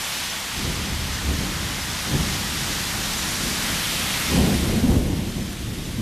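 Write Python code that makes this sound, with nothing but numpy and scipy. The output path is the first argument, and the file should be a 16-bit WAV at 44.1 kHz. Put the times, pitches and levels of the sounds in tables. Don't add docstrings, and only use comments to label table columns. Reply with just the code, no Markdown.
import sys
import numpy as np
from scipy import signal
from scipy.fft import rfft, irfft, next_fast_len
from scipy.io import wavfile
from scipy.ndimage import uniform_filter1d, map_coordinates

SR = 44100
rng = np.random.default_rng(int(sys.argv[2]) if len(sys.argv) > 2 else 0)


def volts_from_db(level):
    exponent = np.asarray(level, float) / 20
    return 10 ** exponent


def unload_wav(signal):
    wavfile.write(
        sys.argv[1],
        SR,
        np.round(np.clip(np.atleast_2d(signal).T, -1, 1) * 32767).astype(np.int16),
    )


N = 265041

# t/s, peak level/dB, f/Hz
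BOOM_EVENTS = [(.623, -27, 202), (.69, -23, 158), (.875, -28, 201), (.904, -33, 182), (1.393, -23.5, 140),
               (1.665, -29, 110), (2.145, -18, 142), (2.197, -23, 156), (2.626, -26, 139), (3.52, -27, 151),
               (3.741, -27, 203), (4.345, -32, 179), (4.387, -14, 254), (4.437, -23, 177), (4.49, -23, 203),
               (4.547, -12, 204), (4.719, -17, 224), (4.773, -9.5, 210), (4.846, -6.5, 253),
               (4.895, -8, 232), (5.42, -24, 203), (4.926, -21, 104), (4.96, -13.5, 254),
               (5.04, -24.5, 225), (5.175, -20.5, 153), (5.248, -32, 320), (5.37, -21, 177),
               (5.68, -22, 114), (5.988, -20, 113), (6, -19, 226)]
# t/s, peak level/dB, length/ms
THUD_EVENTS = [(.695, -21, 50), (.93, -23.5, 72), (1.03, -21.5, 41), (1.131, -19.5, 43), (1.307, -17, 100),
               (1.591, -30, 90), (1.788, -31.5, 90), (2.152, -27.5, 44), (2.224, -25, 39), (2.277, -32, 90),
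               (3.736, -28, 64), (4.4, -14.5, 110), (4.576, -18, 90), (4.914, -12, 22), (4.972, -11.5, 19),
               (5.419, -30.5, 71), (5.6, -28.5, 99), (5.952, -33.5, 91)]
# crest t/s, level/dB, fading/(dB/s), deep register over body/dB
PEAL_EVENTS = [(.57, -33, 4, 1.5), (.66, -31.5, 16, -1), (.82, -35.5, 38, 1), (.93, -37, 16, 7),
               (1.29, -26, 30, -4), (1.39, -29.5, 27, -4), (1.62, -41, 16, 1), (2.08, -30, 23, -14),
               (2.14, -23, 66, -5), (2.2, -29, 33, 0), (2.4, -32.5, 1, -3), (3.4, -32.5, 6, -10),
               (2.97, -35.5, 57, -0.5), (4.34, -16.5, 62, -5), (4.39, -20.5, 60, -15),
               (4.45, -18.5, 60, -19), (4.54, -18.5, 200, -7), (4.63, -24.5, 11, -0.5),
               (4.725, -22, 90, -5), (4.84, -20.5, 100, -0.5), (4.905, -17, 48, -2.5), (4.96, -25.5, 92, 2),
               (5.06, -36, 4, -2), (5.19, -27.5, 70, -14), (5.25, -39, 40, -9), (5.37, -26, 109, -13),
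               (5.67, -33, 50, -4), (5.79, -33, 60, -2), (5.86, -33.5, 60, -5), (6.0, -29, 37, -4)]
# f/Hz, density level/dB
DEEP_SPECTRUM = [(12, -40), (28, -10), (45, -6.5), (70, -5.5), (95, -8), (130, -13.5), (300, -49.5)]
BODY_SPECTRUM = [(50, -24), (100, -8.5), (140, -1), (200, 0), (260, -4.5), (340, -8.5), (450, -20),
                 (900, -64)]
CRACKLE_SPECTRUM = [(200, -14), (350, -1.5), (500, -1), (750, -8), (1100, -15.5), (2000, -48)]
# t/s, rain level/dB, tyre hiss over rain/dB
DOWNPOUR_CURVE = [(0, -33.5, -1.5), (.2, -33.5, -2.5), (.3, -34.5, -1.5), (.95, -36, -0.5),
                  (1.4, -35.5, -0.5), (2.0, -34.5, 0), (2.7, -33, -1), (3.2, -32.5, -1), (3.5, -32, -1.5),
                  (3.65, -31.5, -0.5), (3.9, -31, -2.5), (4.1, -31, -1), (4.32, -31.5, -1), (4.78, -30, -1),
                  (4.89, -31, -1), (5.1, -31.5, -2), (6.01, -31.5, -1.5)]
# t/s, patter over splash level/dB
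PATTER_BALANCE = [
    (0, 0.5),
    (1.0, 1.5),
    (1.5, 0),
    (3.1, -1),
    (3.52, -2.5),
    (3.68, 1.5),
    (3.9, 2.5),
    (4.4, 2),
    (5.0, 2),
    (6.01, 2.5),
]
# f/Hz, density level/dB
PATTER_SPECTRUM = [(500, -33), (1200, -19), (2100, -2), (2650, -1.5), (3100, -0.1), (3600, -1.5),
                   (4300, -6.5), (6000, -14.5), (10000, -48)]
SPLASH_SPECTRUM = [(2000, -21), (3600, -2.5), (4500, -1), (6000, -1.5), (7200, -4.5), (9000, -13),
                   (14000, -34)]
SPRAY_SPECTRUM = [(4000, -32), (6500, -6.5), (8000, -1), (10000, -0.5), (12000, -2), (14000, -3.5)]
ROAD_SPECTRUM = [(100, -15), (400, -8), (800, -2), (1300, -1), (1900, -1), (2400, -7.5), (4000, -14),
                 (9000, -54)]
SIDE_PATCH_S = [.008, .05, .17, .309, .89, 1.006, 1.145, 1.82, 1.911, 2.12, 2.352, 3.142, 3.188, 5.162,
                5.278, 5.301, 5.371, 5.419, 5.51, 5.697, 5.72, 5.859]

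STREET_HZ = 71
RISE_DB_PER_S = 289
MURMUR_DB, MURMUR_DEPTH_DB = -40.5, -3.5
DUCK_FROM_S, DUCK_DB_PER_S, DUCK_DB = 4.307, 16, 11.5


def unit(x):
    return x / np.sqrt(np.mean(x ** 2) + 1e-20)


def curves(rows):
    s, *cols = np.transpose(rows)
    return [np.interp(np.arange(N) / SR, s, c) for c in cols]


def wobble(knots_per_s):
    knots = rng.standard_normal(int(N * knots_per_s / SR) + 4)
    return map_coordinates(knots, [np.arange(N) * knots_per_s / SR])


def coloured(x, spectrum):
    m = next_fast_len(N + 8192)
    f_hz, db = np.transpose(spectrum)
    bins_hz = np.fft.rfftfreq(m, 1 / SR)
    gain = volts_from_db(np.interp(np.log(bins_hz + 1), np.log(f_hz + 1), db))
    return unit(irfft(rfft(x, m) * gain, m)[:N])


def impacts(rate_hz, spread_db):
    chance, size, sign = rng.random((3, N))
    heights = volts_from_db(-spread_db * np.log(size + 1e-9)) * np.sign(sign - .5)
    return unit((chance < rate_hz / SR) * heights)


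def booms():
    shocks = []
    for s, db, hz in BOOM_EVENTS:
        cycles = 9 * np.exp(-.028 * (db + 30.5))
        shocks.append((s, db, hz, 1000 * cycles / hz))
    shocks += [(s, db, STREET_HZ, ms) for s, db, ms in THUD_EVENTS]
    half = SR // 8
    out, t = np.zeros(N + SR), np.arange(-half, half) / SR
    for (s, db, hz, ms), phase in zip(shocks, rng.random(len(shocks))):
        swell = np.exp(-(t / (0.00062 * ms)) ** 2)
        out[round(s * SR):][:len(t)] += volts_from_db(db - 4.0) * swell * np.sin(2 * np.pi * (hz * t + phase))
    return out[half:][:N]


def peals_db(fading, deep):
    s, db, fall_db_per_s, depth_db = np.transpose(PEAL_EVENTS)[..., None]
    t = np.arange(0, N, 64) / SR
    below_crest_db = np.maximum(RISE_DB_PER_S * (s - t), fading * fall_db_per_s * (t - s))
    each_db = db + deep * depth_db - below_crest_db
    murmur_db = MURMUR_DB + deep * MURMUR_DEPTH_DB
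    power = np.sum(volts_from_db(each_db) ** 2, axis=0) + volts_from_db(murmur_db) ** 2
    return np.interp(np.arange(N) / SR, t, 10 * np.log10(power))


def shock_train(rate_hz):
    return impacts(rate_hz, spread_db=0.53) + 1.16 * rng.standard_normal(N)


def evened(x, ms):
    power = np.abs(uniform_filter1d(x ** 2, size=round(ms * SR / 1000)))
    return unit(x / np.sqrt(power + 0.06))


def roll():
    deep_db = peals_db(fading=1, deep=1)
    body_db = peals_db(fading=1, deep=0)
    crackle_db = -11 - 30 + 1.265 * (peals_db(fading=1.28, deep=0) + 30)
    surge = wobble(22.077)
    deep = evened(coloured(shock_train(200), DEEP_SPECTRUM), ms=61)
    body = evened(coloured(shock_train(600), BODY_SPECTRUM), ms=51)
    crackle = evened(coloured(shock_train(1200), CRACKLE_SPECTRUM), ms=110)
    deep *= volts_from_db(deep_db - 1.84 + 0.84 * surge)
    body *= volts_from_db(body_db - 3.0 + 1.14 * surge)
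    crackle *= volts_from_db(crackle_db - 2.2 + 1.7 * surge)
    return deep + body + crackle


def patchy(depth_db):
    z = signal.stft(rng.standard_normal(N + 512), nperseg=512)[2]
    field = uniform_filter1d(rng.standard_normal(z.shape), size=7, axis=0)
    field = uniform_filter1d(field, size=12, axis=1)
    return signal.istft(z * volts_from_db(depth_db * unit(field)), nperseg=512)[1][:N]


def wash(drops, spectrum, grain):
    return coloured(patchy(depth_db=0.62) + grain * drops, spectrum)


def rain():
    strength_db, tyres_db = curves(DOWNPOUR_CURVE)
    coarse_db, = curves(PATTER_BALANCE)
    fine_db = -3 + 0.47 * (strength_db + 33)
    duck_db = np.clip(DUCK_DB_PER_S * (np.arange(N) / SR - DUCK_FROM_S), 0, DUCK_DB)
    gust_db = 0.27 * wobble(9) + 0.15 * wobble(14) + 0.09 * wobble(30)
    drops = impacts(rate_hz=2500, spread_db=2.5)
    patter = volts_from_db(coarse_db / 2 + gust_db + 0.38) * wash(drops, PATTER_SPECTRUM, grain=0.16)
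    splash = volts_from_db(-coarse_db / 2 + gust_db + 1.2) * wash(drops, SPLASH_SPECTRUM, grain=0.15)
    spray = volts_from_db(fine_db + 0.41 * gust_db + 2.5) * wash(drops, SPRAY_SPECTRUM, grain=0.42)
    tyres = volts_from_db(tyres_db + 0.74) * wash(drops, ROAD_SPECTRUM, grain=0.15)
    return volts_from_db(strength_db - duck_db) * (patter + splash + spray + tyres)


def scene():
    return np.tile(rain() + roll() + booms(), (2, 1))


def clipped(x):
    top, hardness = .345, 8
    return x / (1 + np.abs(x / top) ** hardness) ** (1 / hardness)


def treble_holes(x):
    hz, t, z = signal.stft(x, SR, nperseg=2048)
    power = np.abs(z) ** 2
    near_db = 10 * np.log10(np.abs(uniform_filter1d(power, size=5, axis=0)) + 1e-20)
    band_db = 10 * np.log10(np.abs(uniform_filter1d(power, size=49, axis=0)) + 1e-20)
    threshold_db = np.interp(hz, [5000, 8000, 11000, 14000], [-60, -13, -6.0, -2.0])[:, None]
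    kept = (near_db > band_db + threshold_db) & (hz < 13980)[:, None]
    return signal.istft(z * kept, SR, nperseg=2048)[1][:N]


def side_patches(mid):
    low_hz, high_hz, width = 4170, 12400, .16
    hz, t, z = signal.stft(mid, SR, nperseg=512)
    edges_hz = low_hz * (high_hz / low_hz) ** rng.random((len(SIDE_PATCH_S), 2)) ** 1.3
    tiles = 0
    for s, pair in zip(SIDE_PATCH_S, edges_hz[..., None]):
        bands = np.any((hz > pair) & (hz < pair * (1 + width)), axis=0)
        tiles = tiles + np.outer(bands, np.exp(-((t - s) / 0.013) ** 4))
    level = np.sqrt(np.abs(uniform_filter1d(np.abs(z) ** 2, size=9, axis=1)))
    fresh = signal.stft(rng.standard_normal(N), SR, nperseg=512)[2]
    fresh /= np.sqrt(np.mean(np.abs(fresh) ** 2))
    return volts_from_db(-2.0) * signal.istft(tiles * level * fresh, SR, nperseg=512)[1][:N]


def low_pass(x):
    return signal.sosfilt(signal.butter(12, 15170, fs=SR, output="sos"), x)


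def record(dry):
    mono = treble_holes(clipped(dry[0]))
    mix = mono + side_patches(mono) * [[1], [-1]]
    return low_pass(mix)


dry = scene()
out = record(dry)
unload_wav(out)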